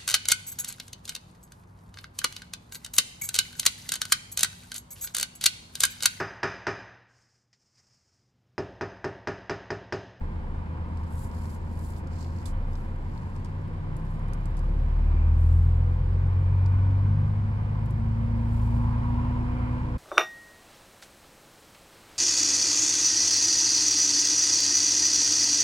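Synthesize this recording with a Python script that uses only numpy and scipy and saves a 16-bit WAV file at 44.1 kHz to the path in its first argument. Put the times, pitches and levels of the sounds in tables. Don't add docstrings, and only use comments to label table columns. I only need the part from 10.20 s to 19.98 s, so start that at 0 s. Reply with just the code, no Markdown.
import sys
import numpy as np
from scipy import signal
from scipy.fft import rfft, irfft, next_fast_len
from scipy.io import wavfile
from scipy.ndimage import uniform_filter1d

SR = 44100
rng = np.random.default_rng(int(sys.argv[2]) if len(sys.argv) > 2 else 0)


def to_wav(s):
    ch = np.atleast_2d(s).T
    pcm = np.round(np.clip(ch, -1, 1) * 32767)
    wavfile.write(sys.argv[1], SR, pcm.astype(np.int16))


N = 431298
T = np.arange(N) / SR
SIZE = next_fast_len(N, True)
FREQ = np.fft.rfftfreq(SIZE, 1 / SR) + 1e-3


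def undb(db):
    return np.exp(np.asarray(db) * (np.log(10) / 20))


def unit(x):
    return x / np.sqrt(np.mean(x ** 2))


def over_time(points):
    return np.interp(T, *np.transpose(points))


def across(points):
    hz, value = np.transpose(points)
    return np.interp(np.log(FREQ), np.log(hz), value)


def resonance(at, hz, width):
    return 1 / np.sqrt(1 + ((at / hz - hz / at) * hz / width) ** 2)


def swell(at, peaks):
    return np.sqrt(sum((undb(db) * resonance(at, hz, width) ** 2) ** 2 for hz, width, db in peaks))


def pan(db):
    return undb(np.array([[db], [-db]]) / 2)


def noise():
    return rng.standard_normal((2, N))


def walk(per_s):
    hold = int(SR / per_s)
    steps = np.repeat(rng.standard_normal(N // hold + 1), hold)
    return unit(uniform_filter1d(steps, hold)[:N])


def tone(cycles, waver_db, slip, lag=0):
    angle = 2 * np.pi * cycles + slip * walk(9)
    sides = angle + np.array([[lag], [-lag]]) / 2
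    return np.sqrt(2) * undb(waver_db * walk(8)) * np.cos(sides)


# frequency in Hz, coherence from 0 to 1.
COHERENCE = [(30, 0.988), (100, 0.97), (160, 0.983), (230, .7), (300, 0.55), (520, 0.5), (750, 0.27),
             (900, 0.92), (1300, 0.97), (1550, 0.14), (1850, 0.4), (2350, .55), (2800, 0.1), (12000, .1)]
# frequency in Hz, phase in radians.
PHASE_LEAD = [(150, 0), (300, 1.16), (430, 0.5), (600, -0.3452), (760, 2.5), (930, 0.91), (1200, 2),
              (1500, 3), (2200, 4), (2700, 4), (3100, 6.5)]
def spread(pair, response):
    coherence = np.clip(across(COHERENCE), 0, 1)
    mid, side = rfft(pair, SIZE) * response * np.sqrt([1 + coherence, 1 - coherence])
    left, right = mid + side, (mid - side) * np.exp(-1j * across(PHASE_LEAD))
    return unit(irfft(np.array([left, right]), SIZE)[:, :N])


def firing_envelope(firings, fade, scatter_db):
    stroke = firings.astype(int)
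    cylinder_db = rng.standard_normal(6)[stroke % 6]
    stroke_db = rng.standard_normal(1024)[stroke]
    return np.exp(-(firings % 1) / fade) * undb(scatter_db * (cylinder_db + stroke_db))


def periodic_noise(firings, period):
    size = 340 * period
    position = firings / period % 1 * size
    patterns = rng.standard_normal((2, size))
    return unit(np.array([np.interp(position, np.arange(size), side) for side in patterns]))


# time in seconds, level in dB.
EFFORT = [(0, -15), (3.8, -12), (4.5, -7), (5.3, -3), (6.6, -1), (7, -0.5), (7.3, -2), (8.6, 4.3),
          (9.77, 0.5)]
# relative level in dB, for harmonics one to four.
HARMONIC_DB = [0, 0, -4, -11]
# frequency in Hz, width in Hz, gain in dB.
BODY_MODES = [(24.3, 8, -26.5), (37.4, 8.4, -16.2), (54.2, 6.2, -32), (80.3, 11.3, -16.3),
              (94.2, 14.5, -20), (107, 10, -34.5), (128.5, 13, -24.3), (147.5, 5, -27), (155, 5, -34)]
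# multiple of the firing rate, relative level in dB.
LOPE = [(1 / 2, -12.5), (2 / 3, -15), (7 / 6, -12.5), (4 / 3, -15), (3 / 2, -9.5), (5 / 3, -12.5),
        (11 / 6, -16), (13 / 6, -14), (7 / 3, -10), (5 / 2, -10.5), (8 / 3, -10.5), (17 / 6, -14),
        (10 / 3, -8), (7 / 2, -10), (11 / 3, -9)]
# frequency in Hz, width in Hz, gain in dB.
CAB_MODES = [(27.5, 7, 4), (78, 42, 2), (88, 26, 1), (131.2, 26, 2.5), (153, 20, -9), (215, 68, -12)]
def boom(firings, firing_hz):
    effort_db = over_time(EFFORT)
    note, lope = 0, 0
    for k, db in enumerate(HARMONIC_DB, 1):
        gain = undb(effort_db + db) * swell(k * firing_hz, BODY_MODES)
        note += gain * tone(k * firings, waver_db=1, slip=.14)
    for multiple, db in LOPE:
        gain = undb(db) * swell(multiple * firing_hz, CAB_MODES)
        lope += gain * tone(multiple * firings + rng.random(), waver_db=1.5, slip=.22)
    return note * pan(.6) + lope * undb(-33.8 + .72 * effort_db)


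# time in seconds, level in dB.
RUMBLE_LEVEL = [(0, -45), (2, -44), (3, -41), (4, -41.5), (5.3, -36), (6.8, -37), (8.5, -39), (9.77, -41.5)]
# frequency in Hz, relative level in dB.
DRONE = [(12, -24), (27, 1), (40, -4), (65, -1), (110, -3), (160, 0), (225, -4), (290, -12.5), (340, -10),
         (430, -23), (900, -42.5), (3000, -90)]
def rumble(firings):
    shake = noise() * (.7 + firing_envelope(firings, fade=.35, scatter_db=.3))
    cab_shake = spread(shake, swell(FREQ, CAB_MODES)) * undb(over_time(RUMBLE_LEVEL))
    chassis = spread(noise(), undb(across(DRONE))) * undb(-41)
    return cab_shake + chassis


# start in seconds, level in dB.
JOLTS = [(-.1, -28), (2.27, -24.5)]
def rocking(natural_hz=29.5, rise_s=.052, t60_s=2.2):
    out = 0
    for start, db in JOLTS:
        age = np.maximum(T - start, 0)
        envelope = undb(db - 60 * age / t60_s) * (1 - np.exp(-age / rise_s))
        out += envelope * tone(natural_hz * age, waver_db=0, slip=.3)
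    return out


# time in seconds, level in dB.
CLATTER_LEVEL = [(0, -49), (1.4, -50.5), (3, -50), (4.9, -47.5), (5.5, -48.5), (6.7, -48), (7.7, -48.5),
                 (8.6, -46.4), (9.77, -45.5)]
# frequency in Hz, relative level in dB.
COVER = [(120, -1.5), (215, 2.5), (320, 0.5), (420, -3.8), (515, -0.6), (620, -6.5), (790, -2), (960, -1.5),
         (1300, -9), (1600, -10.5), (1900, -13.5), (2400, -18), (3600, -25.5), (5000, -29.5)]
SIZZLE = [(1500, -32.5), (3500, -1.5), (5000, -1), (7500, -4), (11000, -10), (13000, -14), (15500, -22.5)]
# frequency in Hz, nominal width in Hz, relative level in dB.
BLOCK_MODES = [(514, 55, -11), (719, 50, -11), (1032, 65, -12), (1194, 56, -11.5), (1346, 55, -12),
               (1510, 130, -17), (1740, 160, -22), (2090, 170, -17.5), (2354, 210, -17.5), (3050, 160, -26)]
# firing rate and width in Hz, level in dB.
SINGING_SPEEDS = [(46.5, 13, -55.5)]
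HOWL_SPEEDS = [(26.75, .8, -51.5), (29.9, .6, -53.5), (47.2, 4.2, -52), (51.6, 1.2, -51),
               (55.2, 1.25, -42.2), (56.05, .8, -41), (56.9, .4, -45)]
def clatter(firings, firing_hz):
    knock = 4.8 + firing_envelope(firings, fade=.38, scatter_db=2)
    speed_db = 20 * np.log10(firing_hz / firing_hz.mean())
    cover = undb(across(COVER)) / np.sqrt(1 + (FREQ / 4800) ** 8) / np.sqrt(1 + (110 / FREQ) ** 4)
    block = np.sqrt(sum(undb(db) ** 2 / width * resonance(FREQ, hz, 1.5 * width) ** 4
                        for hz, width, db in BLOCK_MODES))
    combustion = (noise() + .39 * periodic_noise(firings, period=3)) * knock
    thrash = spread(combustion, cover) * undb(3) * pan(-.68)
    ring = spread(noise() * knock, block) * undb(-5.5 + .22 * speed_db + 2.2 * walk(4.5)) * pan(-2.7)
    sizzle = spread(noise() * knock, undb(across(SIZZLE))) * undb(-23.5 + .21 * speed_db) * pan(.5)
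    howl = spread(noise() * knock, resonance(FREQ, hz=958, width=275) ** 2) * pan(-.74)
    upper_response = (block / block.max() + .7 * cover) / np.sqrt(1 + (650 / FREQ) ** 8)
    overtones = spread(periodic_noise(firings, period=2), upper_response) * pan(-1.5)
    return ((thrash + ring + sizzle) * undb(over_time(CLATTER_LEVEL))
            + overtones * swell(firing_hz, SINGING_SPEEDS) + howl * swell(firing_hz, HOWL_SPEEDS))


# frequency in Hz, width in Hz, level in dB.
WHINE_MODES = [(150, 21, -47), (213.5, 14, -42), (230.4, 10, -39), (241.7, 24, -35.3)]
# multiple of the mesh frequency, level in dB.
MESH_OVERTONES = [(2, -66), (4, -70)]
# multiple of the firing rate, resonance and nominal width in Hz, level in dB.
GEAR_TONES = [(4.79, 155, 20, -40.5), (8.65, 237, 14, -53), (8.65, 335, 12, -53.5), (8.65, 494, 8, -55),
              (5.33, 262, 7, -55), (5.33, 304, 6, -52), (8.96, 406, 27, -56.5), (11.41, 499, 13, -52),
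              (11.41, 560, 22, -58.5), (5.71, 274, 14, -50), (17.31, 965, 35, -56), (17.31, 893, 20, -58),
              (21.53, 1040, 36, -56.5), (31.4, 1485, 30, -61.5), (31.4, 1552, 26, -57),
              (31.4, 1762, 14, -65)]
def gears(firings, firing_hz, mesh_order=4.328):
    mesh = mesh_order * firings
    whine = tone(mesh, waver_db=1.5, slip=.12, lag=.65)
    out = whine * swell(mesh_order * firing_hz, WHINE_MODES) * pan(-1.5)
    for multiple, db in MESH_OVERTONES:
        out += undb(db) * tone(multiple * mesh, waver_db=2.5, slip=.55, lag=1.4)
    for multiple, hz, width, db in GEAR_TONES:
        gain = undb(db) * resonance(multiple * firing_hz, hz, 1.5 * width) ** 2
        out += gain * tone(multiple * firings, waver_db=2.5, slip=.4, lag=min(hz / 800, 2))
    return out


# multiple of its stroke rate, low-speed level in dB.
PUMP_HARMONICS = [(1, -50), (2, -52), (3, -53), (4, -49), (5, -53.5)]
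def pump(firings, firing_hz, strokes_per_firing=1.595):
    hum = sum(undb(db) * tone(k * strokes_per_firing * firings, waver_db=1, slip=.2, lag=.3)
              for k, db in PUMP_HARMONICS)
    return hum / (1 + (firing_hz / 31.5) ** 8)


# critical firing rate and its width in Hz, level in dB, pitch and its width in Hz.
RATTLES = [(38.7, 1.7, -59.5, 2370, 300), (46.4, 3.2, -63, 2380, 210), (47.2, 2, -66, 1760, 130),
           (56.05, .6, -63, 1770, 130), (56.05, .5, -65, 2760, 280), (54.7, 1.3, -63.5, 2350, 400),
           (56.85, .7, -62, 2400, 440), (56.3, .9, -47.5, 318, 55)]
def rattles(firings, firing_hz):
    buzz = noise() + .7 * periodic_noise(firings, period=2)
    out = 0
    for critical_hz, span, db, hz, width in RATTLES:
        ring = spread(buzz, resonance(FREQ, hz, width) ** 2)
        out += ring * swell(firing_hz, [(critical_hz, span, db)])
    return out * pan(-2.5)


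def stick_slip(catches_per_s=300, fade_s=.0014, scatter_db=2.4):
    slips = (rng.random(N) < catches_per_s / SR) * undb(scatter_db * rng.standard_normal(N))
    return unit(signal.lfilter([1], [1, -np.exp(-1 / (fade_s * SR))], slips))


# peak time in seconds, level in dB, seconds to rise 20 dB,
# seconds to fall 20 dB, firmness of grip from 0 to 1.
STROKES = [(.82, -72, 0.2, 0.5, 0.6), (.93, -62.5, .06, 0.16, 0), (1.03, -54.5, .12, .08, 0),
           (1.25, -59.5, 0.21, .14, 0.4), (1.34, -57.5, 0.08, .045, 0.2), (1.55, -71, .6, .6, .8),
           (1.69, -58.5, 0.24, 0.1, 0.1), (1.785, -62, .07, .04, .3), (1.925, -62.5, .02, .09, .9),
           (2.01, -57, .11, 0.13, 0.92), (2.195, -64.5, .2, .16, 0.8), (2.6, -69.5, 0.3, .22, 0.4),
           (3, -71, 0.5, 0.7, 0.7), (3.93, -72.5, 0.2, .12, 0.06), (5.24, -66, .16, .52, 0),
           (8.37, -65.5, 0.2, 0.5, 0.2)]
# frequency in Hz, relative level in dB.
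LIGHT_GRIP = [(2000, -19.5), (4000, -4), (5500, -5), (7000, 2), (11000, -0.5), (15500, -6.5)]
FIRM_GRIP = [(2500, -23), (4300, -1.5), (5200, -3), (7500, -4), (9000, -15), (15000, -25.5)]
def hands(roundness=1.6):
    light_power, firm_power = 0, 0
    for peak, db, rise, fall, grip in STROKES:
        from_peak = np.clip(np.maximum((peak - T) / rise, (T - peak) / fall), 0, 3)
        power = undb(db - 20 * from_peak ** roundness) ** 2
        light_power += (1 - grip) * power
        firm_power += grip * power
    grit = stick_slip()
    fine, coarse = unit(1 + .45 * grit), unit(1 + .75 * grit)
    slide = spread(noise() * fine, undb(across(LIGHT_GRIP))) * np.sqrt(light_power) * pan(3.3)
    drag = spread(noise() * coarse, undb(across(FIRM_GRIP))) * np.sqrt(firm_power) * pan(-5.5)
    return slide + drag


# start in seconds, level in dB, seconds open, seconds to decay 60 dB.
RELEASES = [(2.255, -47, .062, .21)]
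# frequency in Hz, relative level in dB.
JET = [(1500, -17.5), (3700, 0), (5000, -1), (7500, 3), (11000, -3), (15500, -18)]
def valve(opening_s=.002, closing_s=.012):
    envelope = 0
    for start, db, open_s, t60_s in RELEASES:
        age = np.maximum(T - start, 0)
        aperture = np.clip(age / opening_s, 0, 1) * np.clip((open_s - age) / closing_s + 1, 0, 1)
        envelope += aperture * undb(db - 60 * age / t60_s)
    return envelope * spread(noise(), undb(across(JET))) * undb(1.2 * walk(120)) * pan(-9)


# frequency in Hz, relative level in dB.
PLASTIC_MODES = [(3700, -9), (4750, -7), (5400, -5), (6150, -7), (7600, -11), (9450, -9), (10900, -7)]
def tick(hz, snap_t60_s=.008, tail_t60_s=.029, wash_t60_s=.15, ring_t60_s=.04):
    age = T[:SR // 5]
    band = signal.butter(1, [hz * .5, min(hz * 1.534, SR * .45)], "bandpass", fs=SR)
    white = rng.standard_normal((2, len(age)))
    burst = unit(signal.lfilter(*band, signal.lfilter(*band, white)))
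    envelope = sum(undb(db - 60 * age / t60_s)
                   for db, t60_s in [(-2, snap_t60_s), (-1, tail_t60_s), (-19, wash_t60_s)])
    detune = 1 + .015 * rng.standard_normal()
    ring = 0
    for mode_hz, db in PLASTIC_MODES:
        cycles = mode_hz * detune * age + rng.random((2, 1))
        ring += undb(db) * resonance(mode_hz, hz, hz / 2) * np.sin(2 * np.pi * cycles)
    return burst * envelope + ring * undb(-60 * age / ring_t60_s)


# start in seconds, level in dB, centre in Hz, left minus right in dB.
TICKS = [(.772, -60, 5050, -6), (.8355, -62, 4600, -2), (1.114, -58, 5000, -1), (1.592, -56, 7550, -5.5),
         (1.736, -60, 4700, -2), (1.765, -59, 4600, -3), (1.872, -57.5, 6000, -3), (2.0453, -55, 4600, -3),
         (2.532, -60, 6500, -4), (2.554, -55, 4520, -4.5), (2.977, -57, 4704, -3), (3.163, -59, 6019, 0),
         (3.2467, -54, 5680, -6), (3.258, -59, 5600, -5), (3.766, -56, 8600, 2.5), (4.083, -62, 8020, -2),
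         (4.1345, -50.5, 7000, 2), (4.256, -53.5, 7400, 0), (4.3689, -54, 6800, -0.5),
         (4.379, -60, 6000, -1), (4.392, -57, 7000, -1), (6.461, -53.5, 4700, -2), (7.659, -60.5, 9100, 1),
         (7.707, -57, 9400, 3)]
def trim(faint_count=24, faint_span_s=(.7, 4.5), faint_db=-69, faint_hz=7000):
    starts = rng.uniform(*faint_span_s, faint_count)
    scatter = rng.standard_normal((faint_count, 3))
    faint = [(start, faint_db + 2 * level, faint_hz * np.exp(.2 * pitch), 2 * side)
             for start, (level, pitch, side) in zip(starts, scatter)]
    out = np.zeros((2, N))
    for start, db, hz, pan_db in TICKS + faint:
        sound = tick(hz) * undb(db) * pan(pan_db)
        i = int(start * SR)
        out[:, i:i + sound.shape[1]] += sound
    return out


# start in seconds, level in dB.
KNOCKS = [(1.815, -44), (4.47, -42.5)]
# frequency in Hz, width in Hz, relative level in dB.
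PANEL_MODES = [(332, 36, 0), (525, 40, -4)]
def knocks(rise_s=.006, t60_s=.5):
    envelope = 0
    for start, db in KNOCKS:
        age = np.maximum(T - start, 0)
        envelope += undb(db - 60 * age / t60_s) * (1 - np.exp(-age / rise_s))
    return envelope * spread(noise(), swell(FREQ, PANEL_MODES))


# time in seconds, firing rate in Hz.
SPEED = [(0, 26), (.4, 26.5), (1.3, 27), (2, 27.6), (3, 29.8), (4, 33.6), (5, 38.8), (5.5, 42.1),
         (6.4, 46.65), (7.3, 50.75), (8.2, 53.85), (9.1, 56.2), (9.77, 57.15)]
def scene():
    firing_hz = over_time(SPEED)
    firings = np.cumsum(firing_hz) / SR
    low = boom(firings, firing_hz) + rumble(firings) + rocking()
    machinery = sum(source(firings, firing_hz) for source in (clatter, rattles, gears, pump))
    return low + machinery + hands() + valve() + trim() + knocks()


# frequency in Hz, gain in dB.
MIC_RESPONSE = [(3500, 0), (5200, 2), (5700, -3.5), (6400, -1.5), (7300, -0.5), (7800, 3), (8300, -1.5),
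                (10000, 0.5), (10900, 2.5), (12000, -0.5)]
def record(dry, fade_s=.012, cutoff_hz=15600):
    from_edge = np.minimum(T, T[-1] - T)
    eased = dry * np.sin(np.pi / 2 * np.minimum(from_edge / fade_s, 1)) ** 2
    coloured = irfft(rfft(eased, SIZE) * undb(across(MIC_RESPONSE)), SIZE)[:, :N]
    return signal.sosfilt(signal.ellip(10, .2, 80, cutoff_hz, fs=SR, output="sos"), coloured)


dry = scene()
out = record(dry)
to_wav(out)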